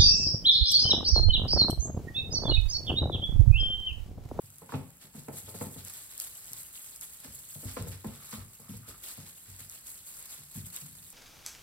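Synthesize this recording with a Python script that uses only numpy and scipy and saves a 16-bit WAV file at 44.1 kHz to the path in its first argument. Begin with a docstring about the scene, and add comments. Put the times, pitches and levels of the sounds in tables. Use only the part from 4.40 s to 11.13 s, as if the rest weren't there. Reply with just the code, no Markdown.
"""A brick-walled pen in a barn, where puppies romp on hay close to the microphone.
Dry stalks rub and crackle under their paws, the bedding crunches, and now and then a stalk snaps.
Farther off, paws and bodies bump a sheet-steel play tunnel, which booms and knocks; claws clank
on its rim and scrape along it. The walls answer, over a faint steady rush of air."""
import sys
import numpy as np
from scipy import signal
from scipy.fft import rfft, irfft, next_fast_len
from scipy.io import wavfile
from scipy.ndimage import map_coordinates

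SR = 44100
rng = np.random.default_rng(int(sys.argv[2]) if len(sys.argv) > 2 else 0)


def materialize(psi):
    """Save the field psi as 16-bit PCM at rate SR to the path in sys.argv[1].

    A 1-D psi becomes a single channel; in a 2-D psi each row is a channel.
    """
    bounded = np.clip(np.atleast_2d(psi).T, -1, 1)
    quanta = np.round(bounded * 32767).astype(np.int16)
    wavfile.write(sys.argv[1], SR, quanta)


N = 296783


def amp(db):
    """Decibels to gain."""
    return 10 ** (np.asarray(db) / 20)


def unit(x):
    """Scale to rms 1."""
    return x / np.sqrt(np.mean(x ** 2) + 1e-20)


def along(points, hz):
    """Read (frequency, value) points on a log frequency axis."""
    freqs, values = np.transpose(points)
    return np.interp(np.log(hz + 1), np.log(freqs), values)


def wobble(per_s):
    """A smooth random curve with per_s knots a second."""
    knots = rng.standard_normal(int(N * per_s / SR) + 4)
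    return map_coordinates(knots, [np.arange(N) * per_s / SR])


def filtered(x, response):
    """Multiply the spectrum of x by a function of frequency."""
    n = x.shape[-1]
    padded = next_fast_len(n + 8192)
    return irfft(rfft(x, padded) * response(np.fft.rfftfreq(padded, 1 / SR)), padded)[..., :n]


def coloured(x, spectrum):
    """x shaped by a spectrum, at rms 1."""
    return unit(filtered(x, lambda hz: amp(along(spectrum, hz))))


def band(x, lo_hz, hi_hz):
    """Causal band-pass."""
    return signal.sosfilt(signal.butter(3, [lo_hz, hi_hz], "band", fs=SR, output="sos"), x)


def resonance(x, hz, q):
    """x through one resonance, with steep outer skirts."""
    return signal.lfilter(*signal.iirpeak(hz, q, fs=SR), band(x, hz / 2, min(hz * 3, 15000)))


def add(track, start_s, sound):
    """Mix a sound into a track."""
    part = track[..., max(0, round(start_s * SR)):][..., :sound.shape[-1]]
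    part += sound[..., :part.shape[-1]]


# Width of the pen at the microphone: freq_hz, side_minus_mid_db
PEN_WIDTH = [(100, -15), (200, -14), (380, -6.5), (700, -3), (1300, -4.5), (2500, 1.5), (4500, 2),
             (9000, 2.5)]
# Its lean to one side: freq_hz, left_minus_right_db
PEN_LEAN = [(100, 1.5), (200, 2.5), (380, 0), (700, -1), (1300, -3.5), (2400, -1), (4400, 0.5), (8000, -2)]
def spread(pair):
    """Mid and side to left and right: bass is narrow, higher sound is wide."""
    mid, side = pair[0], filtered(pair[1], lambda hz: amp(along(PEN_WIDTH, hz)))
    stereo = np.array([mid + side, mid - side])
    return filtered(stereo, lambda hz: amp(np.outer([.5, -.5], along(PEN_LEAN, hz))))


# Share of the hay's treble common to both channels, slightly later and inverted on the right:
# freq_hz, power_share
SHARED_TREBLE = [(4000, .02), (5000, .15), (6000, .68), (8000, .97), (15000, .94)]
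def from_left(paths, lag_s=.000307):
    """Three paths to stereo: top treble is later and inverted on the right; the rest is diffuse."""
    share = lambda hz: np.clip(along(SHARED_TREBLE, hz), 0, 1)
    lag = lambda hz: np.array([np.ones_like(hz), -np.exp(-2j * np.pi * lag_s * hz)])
    shared = filtered(paths[0], lambda hz: np.sqrt(share(hz)) * lag(hz))
    diffuse = filtered(paths[1:], lambda hz: np.sqrt((1 - share(hz)) / 2))
    return shared + spread(diffuse)


# Room tone, all around the microphone: freq_hz, density_db
AIR_SPECTRUM = [(20, -24), (50, 5.5), (80, 3), (160, 1.5), (400, -13.5), (1200, -14), (3000, -17.5),
                (8000, -51), (16000, -16)]
def air():
    """The faint steady rush of the barn."""
    return amp(-65) * spread(coloured(rng.standard_normal((2, N)), AIR_SPECTRUM))


# The litter's restless shuffling, close by: time_s, level_db
SHUFFLING = [(0.0, -55), (0.67, -55.5), (1.18, -48), (2.06, -46.5), (2.85, -49.5), (3.34, -43.5),
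             (3.5, -52), (3.86, -50), (4.18, -52), (4.61, -51.5), (5.88, -49.5), (6.73, -49)]
# Paws landing on the near hay: landing_s, press_s, crackle_db, crunch_re_crackle_db
PAW_STEPS = [(.02, 0.075, -59, -15), (.175, 0.015, -53.5, -19), (0.291, 0.06, -68.5, 7.5),
             (0.607, 0.022, -54, -6.5), (0.743, 0.05, -53, -10.5), (0.928, 0.0082, -45, -14),
             (.965, 0.019, -42.5, -15), (1.055, 0.03, -51.5, -10), (1.15, 0.017, -46.5, -11.5),
             (1.205, 0.019, -42.5, -19), (1.375, 0.013, -54.5, -3.5), (1.449, 0.036, -47, -8.5),
             (1.535, 0.084, -46.5, -13), (1.705, 0.025, -51, -8.5), (1.785, 0.062, -41.5, -14.5),
             (1.925, 0.072, -51, -20), (2.02, 0.12, -51, -11.5), (2.163, 0.018, -42, -17),
             (2.341, 0.015, -43, -16), (2.41, 0.094, -47.5, -17), (2.613, 0.0085, -41, -15.5),
             (2.67, 0.027, -54, -16), (2.833, 0.017, -49, -6), (2.94, 0.02, -46.5, -22),
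             (3.085, 0.17, -49, -35), (3.269, 0.034, -56, 4), (3.365, 0.027, -55.5, 4.5),
             (3.473, 0.01, -42.5, -19), (3.514, 0.0084, -63, 10.5), (3.65, 0.12, -55, -6.5),
             (3.801, 0.15, -50.5, -10.5), (3.921, 0.021, -44, -7.5), (3.986, 0.017, -70, -5),
             (4.297, 0.061, -53, -9.5), (4.476, 0.022, -47, -10), (4.625, 0.092, -43.5, -12),
             (4.755, 0.11, -52, -8), (4.87, 0.035, -48.5, -15.5), (5.061, 0.1, -55.5, -8),
             (5.189, 0.0058, -44.5, -11), (5.303, 0.054, -47, -13), (5.458, 0.033, -43.5, -16),
             (5.53, 0.025, -47.5, -18), (5.655, 0.12, -46.5, -16.5), (5.785, 0.07, -52, -9.5),
             (5.901, 0.032, -43.5, -14.5), (5.97, 0.012, -53, -5.5), (6.144, 0.048, -45, -13),
             (6.255, 0.023, -50, -15.5), (6.33, 0.038, -42, -13), (6.42, 0.054, -53, -13)]
def trampling(sink_s=.027, release_db_per_s=183):
    """Gains of crackle and crunch: over the shuffling, each paw sinks in, presses and lets go."""
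    t = np.arange(N) / SR
    shuffle_db = np.interp(t, *np.transpose(SHUFFLING))
    fidget_db = wobble(per_s=17)
    crackle_power = amp(shuffle_db - 2.5 + fidget_db) ** 2
    crunch_power = crackle_power * amp(-15.5) ** 2
    for landing_s, press_s, crackle_db, crunch_db in PAW_STEPS:
        sink = np.clip((t - landing_s) / sink_s + .5, 0, 1)
        step = sink * amp(crackle_db - release_db_per_s * np.maximum(t - landing_s - press_s, 0))
        crackle_power += step ** 2
        crunch_power += (amp(crunch_db) * step) ** 2
    return np.sqrt(crackle_power), np.sqrt(crunch_power)


def fractures(count, scatter_db, life_s):
    """Countless tiny fractures, each a noise burst of its own size, heard along three paths."""
    age = np.arange(48)
    at = rng.integers(0, N, count)[:, None] + age
    size = amp(scatter_db * np.minimum(rng.standard_normal((count, 1)), 2.8))
    bursts = rng.standard_normal((3, count, len(age))) * size * np.exp(-age / SR / life_s)
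    return unit(np.array([np.bincount(at.ravel(), path.ravel(), N)[:N] for path in bursts]))


def bundles(per_s=55, scatter_db=3.8, settle_s=.008, re_steady_db=-3.3):
    """Gain of the rustle: bundles of stalks give way abruptly, at random, and soon settle."""
    count = int(per_s * N / SR)
    size = amp(scatter_db * np.minimum(rng.standard_normal(count), 1.5))
    jolts = np.bincount(rng.integers(0, N, count), size ** 2, N)
    power = signal.lfilter([1], [1, -np.exp(-1 / (settle_s * SR))], jolts)
    return unit(np.sqrt(1 + amp(re_steady_db) ** 2 * power / power.mean()))


def bending_stalks(count, pitch_hz, decay_cycles, run_s):
    """Each bending stalk gives a quick run of four ticks that ring at its own pitch."""
    age = np.arange(256)
    detune, size = np.clip(rng.standard_normal((2, count, 1, 1)), -2.3, 2.3)
    cycles = pitch_hz * 2 ** (.3 * detune) * age / SR
    onsets = N * rng.random((count, 1, 1)) + SR * run_s * rng.random((count, 4, 1))
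    at = onsets.astype(int) + age
    ring = np.sin(2 * np.pi * (cycles + rng.random((3, count, 4, 1))))
    ticks = amp(2.3 * size) * np.exp(-cycles / decay_cycles) * ring
    return unit(np.array([np.bincount(at.ravel(), path.ravel(), N)[:N] for path in ticks]))


# Bright crackle of dry stalks at close range: freq_hz, density_db
CRACKLE_SPECTRUM = [(2500, -47), (5000, -36), (6500, 0.5), (8300, 4), (11300, 4.5), (13000, 2.5),
                    (15500, -2.5)]
# Duller crunch of the bedding beneath: freq_hz, density_db
CRUNCH_SPECTRUM = [(100, -2.5), (400, 0), (800, -1), (1300, 1.5), (2000, 1), (3000, -2), (4500, 0),
                   (6000, -3), (9000, -4.5), (15000, -43)]
def hay():
    """Paws press the bedding: stalks rub and bend, a few tick out, and the layer beneath crunches."""
    crackle_gain, crunch_gain = trampling()
    rubbing = fractures(count=50000, scatter_db=2, life_s=.0006)
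    ticking = fractures(count=420, scatter_db=2.8, life_s=.0003)
    pressing = fractures(count=35000, scatter_db=3, life_s=.0008)
    buckling = fractures(count=700, scatter_db=3, life_s=.0005)
    giving = bundles()
    fine = rubbing * giving + amp(-8.5) * ticking
    coarse = pressing * np.sqrt(giving) + amp(-11) * buckling
    crackle = coloured(fine, CRACKLE_SPECTRUM) * crackle_gain
    crunch = amp(3) * coloured(coarse, CRUNCH_SPECTRUM) * crunch_gain
    stalks = bending_stalks(count=1250, pitch_hz=4400, decay_cycles=3.3, run_s=.012)
    bending = amp(-7.5) * giving * stalks * np.sqrt(crackle_gain * crunch_gain)
    return from_left(crackle + crunch + bending)


# Modes of the steel tunnel: pitch_hz, level_db, t60_s
STEEL_MODES = [(52, -4, 0.41), (64.7, -4, 0.39), (95.3, -2.5, 0.32), (113.5, -4, 0.3), (144.7, -2.5, 0.33),
               (176.2, -2.5, 0.24), (224.8, 1.5, 0.11), (261, 2, 0.13), (323, -6, 0.25), (393, -7, 0.44),
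               (447, 3, 0.095), (476.3, 5, 0.14), (541.6, -3, 0.23), (614, -4.5, 0.15), (696, -10.5, 0.24),
               (858, -3.5, 0.14), (897, -5, 0.22), (1061, -0.5, 0.099), (1192, -10, .19), (1322, 4, 0.11),
               (1804, -3, 0.13)]
def steel_ring(t, boom_hz, favour_db=10, favour_octaves=.26):
    """Each bump rings the modes at new strengths; the spot it hits favours those near boom_hz."""
    hz, mode_db, t60_s = np.transpose(STEEL_MODES)[:, :, None]
    strength, detune = rng.standard_normal((2, 2, len(hz), 1))
    phase = rng.uniform(0, 2 * np.pi, (2, len(hz), 1))
    loaded_hz = hz * (1 + .016 * detune)  # the puppy's weight detunes the shell
    boost_db = favour_db * np.exp(-(np.log2(hz / boom_hz) / favour_octaves) ** 2)
    envelope = amp(mode_db + boost_db + 2.8 * strength - 60 * t / t60_s)
    return np.sum(envelope * np.sin(2 * np.pi * loaded_hz * t + phase), axis=1)


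# Bumps on the tunnel, farther off, each band trimmed below: start_s, knock_db, boom_db, boom_hz
TUNNEL_BUMPS = [(0.024, -59.5, -56.5, 136), (0.217, -43, -56.5, 176), (0.289, -48, -59, 151),
                (0.323, -38, -51, 303), (0.335, -30, -36, 150), (0.639, -52.5, -61.5, 179),
                (0.743, -46.5, -51.5, 215), (0.775, -49.5, -50.5, 180), (0.882, -32, -47, 147),
                (1.025, -69, -56.5, 93), (1.077, -41.5, -56, 116), (1.142, -39, -50, 183),
                (1.21, -29, -42.5, 145), (1.257, -44, -53, 257), (1.358, -43.5, -49.5, 124),
                (2.105, -56, -62, 124), (2.843, -47, -58.5, 272), (2.871, -54, -57.5, 66),
                (2.93, -59, -62, 136), (3.154, -49.5, -50.5, 146), (3.23, -41, -63, 252),
                (3.25, -47.5, -41.5, 98), (3.368, -29.5, -53, 232), (3.39, -53, -39.5, 116),
                (3.467, -38.5, -41.5, 113), (3.643, -33.5, -43, 234), (3.649, -50, -43, 145),
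                (3.655, -55, -50, 65), (3.928, -45, -46.5, 215), (3.975, -46.5, -48.5, 102.6),
                (4.194, -50.5, -59, 200), (4.287, -52, -45, 200), (4.334, -47, -47, 109),
                (4.478, -46, -56, 77), (4.773, -48, -51, 163), (5.078, -70, -56.5, 84.6),
                (5.193, -75, -58.5, 124), (5.981, -76, -61.5, 138), (6.151, -55, -46, 202),
                (6.165, -72, -49.5, 96), (6.417, -74, -53, 167), (6.485, -76, -61.5, 90),
                (6.593, -75, -63, 138)]
def tunnel_bumps(rock_s=.047):
    """Soft bodies boom, paws knock, the sheet rings above; then the tunnel rocks back more softly."""
    track, t = np.zeros((2, N)), np.arange(int(.6 * SR)) / SR
    unit_onset = lambda x: x / np.sqrt(np.mean(x[:, :SR // 25] ** 2, axis=1, keepdims=True))
    rocks = [(start_s + rock_s, knock_db - 15, boom_db - 9.5, boom_hz)
             for start_s, knock_db, boom_db, boom_hz in TUNNEL_BUMPS]
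    # the hay soon damps the sheet's dense modes; a faint rattle lingers
    thud, rattle = amp(20 - 60 * t / .04), amp(5.5 - 60 * t / .42)
    for start_s, knock_db, boom_db, boom_hz in TUNNEL_BUMPS + rocks:
        ring = steel_ring(t, boom_hz)
        dense_modes = rng.standard_normal((2, len(t))) * (thud + rattle)
        # fur cushions gentle contacts, which swell slowly; hard ones start at once
        attack_s = min(.0016 * amp(-.8 * (knock_db + 40)), .012)
        blow = (ring + dense_modes) * (1 - np.exp(-t / attack_s))
        bass = band(blow, min(.5 * boom_hz, 140), 252)
        boom = unit_onset(bass * (1 - np.exp(-t / .0039)))
        knock = unit_onset(band(blow, 267, 874))
        high_ring = amp(-15) * unit_onset(band(blow, 1220, 2340))
        add(track, start_s, amp(boom_db + 2) * boom + amp(knock_db - 12.5) * (knock + high_ring))
    return spread(track)


# Single stalks breaking near the microphone: start_s, level_db
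STALK_SNAPS = [(0.103, -29.5), (0.1835, -25.5), (0.5044, -31), (0.754, -33), (0.795, -27), (0.885, -28),
               (1.449, -18.5), (1.4824, -19.5), (1.537, -20), (1.778, -16.5), (1.8001, -8), (2.1323, -13),
               (2.561, -22.5), (2.611, -16.5), (2.696, -29), (2.802, -27), (3.0515, -28), (3.149, -31),
               (3.221, -26), (3.424, -20), (5.2968, -19.5), (5.4696, -23), (5.516, -24), (5.9198, -27),
               (6.3627, -13), (6.703, -26)]
def snaps(rise_s=.0006, splinter_t60_s=.05):
    """A stalk breaks in about a millisecond, splinters trail off; strong snaps crack lower too."""
    track, t = np.zeros((3, N)), np.arange(SR // 30) / SR
    breaking = (t / rise_s * np.exp(1 - t / rise_s)) ** 2
    splinters = amp(-27 - 60 * t / splinter_t60_s)
    unit_energy = lambda x: x / np.linalg.norm(x, axis=1, keepdims=True)
    strongest_db = max(level_db for _, level_db in STALK_SNAPS)
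    for start_s, level_db in STALK_SNAPS:
        burst = rng.standard_normal((3, len(t))) * (breaking + splinters)
        tick = unit_energy(band(burst, 6500, 14000))
        crack = unit_energy(band(burst, 2500, 6500))
        crack_re_tick_db = -38 + .29 * (level_db - strongest_db)
        add(track, start_s, amp(level_db + 1.5) * (tick + amp(crack_re_tick_db) * crack))
    return from_left(track)


def strikes(rows, channels, life_s, q):
    """Short hard contacts, each ringing at its own pitch, levelled over the first 40 ms."""
    track, t = np.zeros((channels, N)), np.arange(SR // 5) / SR
    for start_s, level_db, pitch_hz in rows:
        burst = rng.standard_normal((channels, len(t))) * np.exp(-t / life_s)
        ring = resonance(burst, pitch_hz, q)
        add(track, start_s, amp(level_db) * ring / ring[:, :SR // 25].std(axis=1, keepdims=True))
    return track


# Claws on the tunnel's rim, farther off: start_s, level_db, pitch_hz
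RIM_CLANKS = [(.219, -67, 940), (.291, -55, 980), (.321, -49.5, 960), (.338, -48.5, 885),
              (.339, -57.5, 2600), (.881, -59.5, 760), (1.21, -51, 890), (3.367, -48.5, 1120),
              (3.927, -53, 1140)]
def clanks():
    """A hard claw strikes the steel rim, which rings briefly."""
    return spread(strikes(RIM_CLANKS, channels=2, life_s=.013, q=4))


# Thick stalks in the near hay: start_s, level_db, pitch_hz
STALK_CRACKS = [(1.7773, -70, 5420), (1.7998, -52, 4840), (2.133, -61, 4770), (2.355, -59.5, 3300),
                (2.3765, -61, 3030), (3.518, -61, 2750), (5.467, -65, 3700)]
def cracks():
    """A thick stalk cracks with a brief ring."""
    return from_left(strikes(STALK_CRACKS, channels=3, life_s=.0018, q=4.5))


# Claws dragging over at the tunnel: start_s, length_s, final_level_db, pitch_hz
CLAW_SCRAPES = [(3.694, 0.32, -62.5, 1240), (4.21, 0.091, -63.5, 1170), (4.417, 0.12, -59, 1290)]
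def scrapes(grip_s=.01, lift_s=.04):
    """Claws stick and slip along the steel, harder and harder, then lift."""
    track, t = np.zeros((2, N)), np.arange(N) / SR
    slips = fractures(count=5000, scatter_db=4, life_s=.0005)[:2]
    for start_s, length_s, level_db, pitch_hz in CLAW_SCRAPES:
        force = np.interp(t - start_s, [0, grip_s, length_s, length_s + lift_s], [0, .4, 1, 0])
        track += amp(level_db) * force * unit(resonance(slips, pitch_hz, q=5.3))
    return spread(track)


# Reverberation between the brick walls: freq_hz, t60_s
WALL_DECAY = [(100, .33), (500, .4), (3000, .38), (12000, .2)]
def walls(x, delay_samples=400):
    """The walls answer the left channel a moment later; each frequency dies at its own speed."""
    hz, t, noise = signal.stft(rng.standard_normal((2, SR // 2)), SR, nperseg=256)
    decay = amp(-60 * t / along(WALL_DECAY, hz)[:, None])
    _, tail = signal.istft(noise * decay, SR, nperseg=256)
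    delayed = np.pad(x[0], (delay_samples, 0))[None]
    return spread(signal.fftconvolve(delayed, tail / np.linalg.norm(tail[0]), axes=1)[:, :N])


def scene():
    """Near hay is almost dry; the tunnel, farther off, carries more of the room."""
    straw, steel = hay() + snaps(), tunnel_bumps()
    straw += cracks()
    steel += clanks() + scrapes()
    room = amp(-20) * walls(straw) + amp(-9.5) * walls(steel)
    return straw + steel + room + air()


def record(dry):
    """The camera keeps nothing above its band limit."""
    return filtered(dry, lambda hz: hz < 15870)


dry = scene()
out = record(dry)
materialize(out)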